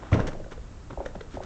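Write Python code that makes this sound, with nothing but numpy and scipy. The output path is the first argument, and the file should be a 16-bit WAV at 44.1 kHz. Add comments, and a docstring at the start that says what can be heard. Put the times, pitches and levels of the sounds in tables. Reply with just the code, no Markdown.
"""A heavy lump of wet clay is slammed onto a wooden bench in a small workshop, then worked by hand.
Over low rumble and faint hiss, the lump lands and flops over: the impact thumps, sets the bench's
modes booming, and the clay squelches and smears. Thuds and knocks of the loose bench top follow as
the weight settles, while palms pat and rub the clay and its sticky skin ticks as it lets go. After a
short lull the lump is rocked, and the bench sways and knocks again under more pats and rubs."""
import sys
import numpy as np
from scipy import signal
from scipy.fft import rfft, irfft
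from scipy.io import wavfile
from scipy.ndimage import uniform_filter1d

SR = 44100
rng = np.random.default_rng(int(sys.argv[2]) if len(sys.argv) > 2 else 0)


def int16_out(signal):
    """Quantize to a 16-bit WAV file."""
    q = np.round(np.clip(np.atleast_2d(signal).T, -1, 1) * 32767)
    wavfile.write(sys.argv[1], SR, q.astype(np.int16))


N = 63945
T = np.arange(N) / SR


def amp(db):
    """Decibels to amplitude ratio."""
    return 10 ** (np.asarray(db) / 20)


def unit_rms(x):
    """Normalisation to an rms of 1."""
    return x / np.sqrt(np.mean(x ** 2) + 1e-20)


def curve_at(points, hz):
    """Interpolation on a logarithmic frequency axis."""
    points_hz, values = np.transpose(points)
    return np.interp(np.log(hz + 1), np.log(points_hz + 1), values)


def since(start):
    """Seconds since start, zero before it."""
    return np.maximum(T - start, 0)


def swell(t, rise_s, shape):
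    """Gamma envelope: peaks at 1 after rise_s; a higher shape makes it narrower."""
    u = t / rise_s
    return (u * np.exp(1 - u)) ** shape


def strike(t, rise_s, t60_s):
    """Free decay: a linear onset times an exponential that falls 60 dB in t60_s."""
    return np.minimum(t / rise_s, 1) * np.exp(-np.log(1000) * t / t60_s)


def mode(t, hz, rise_s, t60_s):
    """Normal mode: a sinusoid in free decay."""
    return strike(t, rise_s, t60_s) * np.sin(2 * np.pi * hz * t)


def pulse(start, hz, rise_cycles, shape):
    """Heavily damped resonance: a sinusoid that lasts a few cycles."""
    t = since(start)
    return swell(t, rise_cycles / hz, shape) * np.sin(2 * np.pi * hz * t)


def noise(spectrum, grain=0, tilt_db=0):
    """Filtered noise; grain is random amplitude modulation that clumps it into millisecond crackles."""
    hz = np.fft.rfftfreq(N, 1 / SR)
    white, clumps = rng.standard_normal((2, N))
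    grainy = white * np.exp(grain * unit_rms(uniform_filter1d(clumps, size=40)))
    gain_db = curve_at(spectrum, hz) + tilt_db * np.log2(np.maximum(hz, 200))
    return unit_rms(irfft(rfft(grainy) * amp(gain_db), N))


# the workshop's background spectrum: frequency_hz, level_db
BACKGROUND_SPECTRUM = [(12, -15), (25, 3.5), (65, -1), (130, -7), (270, -14.5), (500, -21), (1100, -24.5),
                       (2400, -34.5), (4500, -38), (6000, -37.5), (7500, -37), (8500, -50)]
def background():
    """Stationary noise: low rumble and faint hiss."""
    return amp(-43) * noise(BACKGROUND_SPECTRUM)


# the workshop's reverberation times: frequency_hz, t60_s
ROOM_DECAY = [(60, 0.29), (200, 0.66), (500, 0.47), (1200, 0.46), (3000, 0.3), (8000, 0.4)]
def reverberation(x):
    """Diffuse field: dense reflections, each band dying away at its own rate."""
    reflections = rng.choice([-1., 1.], N) * (rng.random(N) < 3000 / SR) * (T > .006)
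    hz, t, bands = signal.stft(reflections, SR, nperseg=256)
    decay = np.exp(-np.log(1000) * t / curve_at(ROOM_DECAY, hz)[:, None])
    tail = signal.istft(bands * decay, SR, nperseg=256)[1]
    return signal.fftconvolve(x, tail / np.linalg.norm(tail))[:N]


# the weight comes down: start_s, level_db
SWAYS = [(0.136, -23), (0.99, -34)]
def sway():
    """Free vibration: bench and floor oscillate slowly after each loading."""
    return sum(amp(db) * mode(since(start), hz=18.4, rise_s=0.1, t60_s=1.3) for start, db in SWAYS)


# clay rubs and smears, under the hands or as it spreads on the bench:
# start_s, length_s, level_db, tilt_db_per_octave
RUBS = [(-0.05, .19, -46, 0.5), (0.12, 0.042, -31, 1), (0.196, 0.029, -38.5, 0.5),
        (0.223, 0.084, -33.5, -4), (0.267, 0.033, -39, 2.5), (0.317, 0.0074, -39, 0),
        (0.329, 0.0089, -39.5, 1), (0.507, 0.033, -43.5, 3.5), (0.899, 0.023, -37.5, -1),
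        (0.919, 0.029, -43, -2.5), (0.981, 0.061, -42, -3), (1.051, 0.023, -39, 1.5),
        (1.148, 0.016, -43.5, 0.5), (1.205, .014, -44, 3), (1.301, 0.091, -50, 6),
        (1.336, 0.037, -39.5, -3), (1.406, 0.05, -45.5, 0.5)]
# spectrum of the sliding: frequency_hz, level_db
RUB_SPECTRUM = [(80, -9), (300, 7), (600, -2.5), (1400, -2.5), (2500, -15.5), (3600, -17.5), (4600, -27.5),
                (6000, -26), (8500, -41)]
def rubs():
    """Sliding friction: grainy noise rises and falls with each slide."""
    out = np.zeros(N)
    for start, length, db, tilt_db in RUBS:
        slide = np.sin(np.pi * np.minimum(since(start) / length, 1))
        out += amp(db) * slide * noise(RUB_SPECTRUM, grain=0.43, tilt_db=tilt_db)
    return out


# sticky clay lets go: start_s, level_db
TICKS = [(0.2016, -61), (0.2697, -32.5), (0.2768, -36), (1.0600, -45.5), (1.434, -40)]
# spectrum of the release: frequency_hz, level_db
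TICK_SPECTRUM = [(200, 0), (900, -9.5), (1800, 7), (3000, 1.5), (4600, -5.5), (6300, 1), (8500, -15.5)]
def ticks():
    """Adhesive release: the clay's skin parts in a brief, bright burst of noise."""
    return sum(amp(db) * strike(since(start), rise_s=0.00078, t60_s=0.031) * noise(TICK_SPECTRUM)
               for start, db in TICKS)


# clay slaps palm or bench: start_s, smack_db, pocket_db, pocket_hz
PATS = [(0.1300, -49, -22, 2170), (0.1945, -40, -26, 1400), (0.2015, -29, -23, 520),
        (0.2790, -54, -29.5, 485), (0.2875, -35, -29.5, 585), (0.443, -44.5, -45.5, 500),
        (0.5190, -39.5, -39.5, 452), (0.5756, -46.5, -38.5, 488), (1.0595, -31.5, -26, 537),
        (1.2071, -40.5, -32.5, 450), (1.2095, -47, -39.5, 3780)]
# spectrum of the smack: frequency_hz, level_db
SMACK_SPECTRUM = [(200, 4.5), (500, -7.5), (800, -5.5), (1150, -17.5), (1500, 5), (1800, -6), (2100, -5),
                  (2700, -17.5), (3800, -13.5), (4600, -34.5), (5800, -21), (8500, -36.5)]
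def pats():
    """Cavity resonance: each smack traps a pocket of air, which rings about a millisecond later."""
    out = np.zeros(N)
    for start, smack_db, pocket_db, hz in PATS:
        out += amp(smack_db) * swell(since(start), rise_s=0.0014, shape=0.74) * noise(SMACK_SPECTRUM)
        out -= amp(pocket_db) * pulse(start + 0.000966, hz, rise_cycles=1.63, shape=1.42)
    return out


# the loose bench top knocks: start_s, level_db, pitch_hz
KNOCKS = [(0.0275, -33, 910), (0.1193, -24.5, 1077), (0.1573, -24.5, 808), (0.1773, -28, 762),
          (0.1922, -22.5, 876), (0.3497, -31, 630), (0.3991, -32, 526), (0.4607, -33.5, 595),
          (0.9736, -25, 730), (1.0026, -22.5, 720), (1.0425, -37.5, 453), (1.1523, -29, 723),
          (1.3698, -24.5, 717), (1.4031, -26.5, 720)]
# duller returns from nearby surfaces: delay_s, gain_db, pitch_ratio
EARLY_REFLECTIONS = [(.0024, -4, 0.734), (.0068, -7.5, 0.58), (.0102, -16, 0.83), (.0182, -16, 0.75)]
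def knocks():
    """Damped resonance of wood: each hollow knock is followed by its early reflections."""
    out = np.zeros(N)
    direct_path = (0, 0, 1)
    for start, db, hz in KNOCKS:
        for delay, gain_db, ratio in [direct_path, *EARLY_REFLECTIONS]:
            out += amp(db + gain_db) * pulse(start + delay, hz * ratio, rise_cycles=1.77, shape=6.1)
    return out


# the weight settles on the bench: start_s, level_db, pitch_hz
THUDS = [(0.1186, -24, 261.6), (0.1477, -17, 302), (0.163, -14, 126.6), (0.1749, -21, 260),
         (0.192, -20, 156), (0.214, -26.5, 50.7), (0.2580, -29, 250), (0.3330, -31, 270),
         (0.574, -33.5, 53.5), (0.917, -35, 111.1), (0.9690, -29.5, 50.85), (1.066, -37.5, 41),
         (1.159, -32, 236), (1.341, -31, 265), (1.371, -33.5, 97)]
def thuds():
    """Soft impacts: each slow contact gives a dull, low pulse."""
    return -sum(amp(db) * pulse(start, hz, rise_cycles=0.96, shape=3.84) for start, db, hz in THUDS)


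# the lump lands, then flops over: start_s, thump_db, ring_db, squelch_db
SLAMS = [(0.1220, -9.5, -27.5, -25.5), (0.189, -18.5, -42.5, -35.5)]
# modes of the loaded bench: frequency_hz, level_db, t60_s
BENCH_MODES = [(88.6, -7.5, 0.1), (142.1, 4, 0.51), (186, 3.5, 0.2), (249.8, -0.5, 0.52), (299, 3.5, 0.17),
               (435, -9.5, .6), (612.5, -10, 0.95), (808, -24.5, 0.45), (840, -15, 0.25), (1065, -12, .25)]
# spectrum of spreading clay: frequency_hz, level_db
SQUELCH_SPECTRUM = [(60, -11), (150, -4), (280, -5.5), (450, 6.5), (700, 0), (1400, -8), (1850, -9),
                    (2260, -13), (2900, -15), (4600, -26.5), (5700, -23), (8500, -40.5)]
def slams():
    """Inelastic impact: the lump thumps, excites the bench's modes and squelches as it spreads."""
    thump, ring, squelch = np.zeros((3, N))
    for start, thump_db, ring_db, squelch_db in SLAMS:
        thump += amp(thump_db) * pulse(start, hz=103, rise_cycles=1, shape=1.82)
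        for hz, db, t60_s in BENCH_MODES:
            ring += amp(ring_db + db) * mode(since(start), hz, rise_s=0.012, t60_s=t60_s)
        spreading = strike(since(start - 0.009), rise_s=0.013, t60_s=0.26)  # just ahead of the thump
        squelch += amp(squelch_db) * spreading * noise(SQUELCH_SPECTRUM, grain=0.49)
    return thump, ring, squelch


def scene():
    """Superposition: direct sound, reverberation and background add at one microphone."""
    thump, ring, squelch = slams()
    impacts = thump + thuds()
    lump = impacts + ring + squelch
    lump += reverberation(amp(-4) * (ring + squelch) + amp(-13.5) * impacts)
    bench_top = knocks()
    bench_top += amp(-10) * reverberation(bench_top)
    clay_skin = pats() + ticks() + rubs()
    clay_skin += amp(-9.5) * reverberation(clay_skin)
    return (background() + sway() + clay_skin + bench_top + lump)[None]


def record(dry):
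    """Band limiting: a steep low-pass filter removes the highest treble."""
    cutoff_hz = 8500
    lowpass = signal.firwin(301, cutoff_hz, window=("kaiser", 8), fs=SR)
    return signal.oaconvolve(dry, lowpass[None], "same")


dry = scene()
out = record(dry)
int16_out(out)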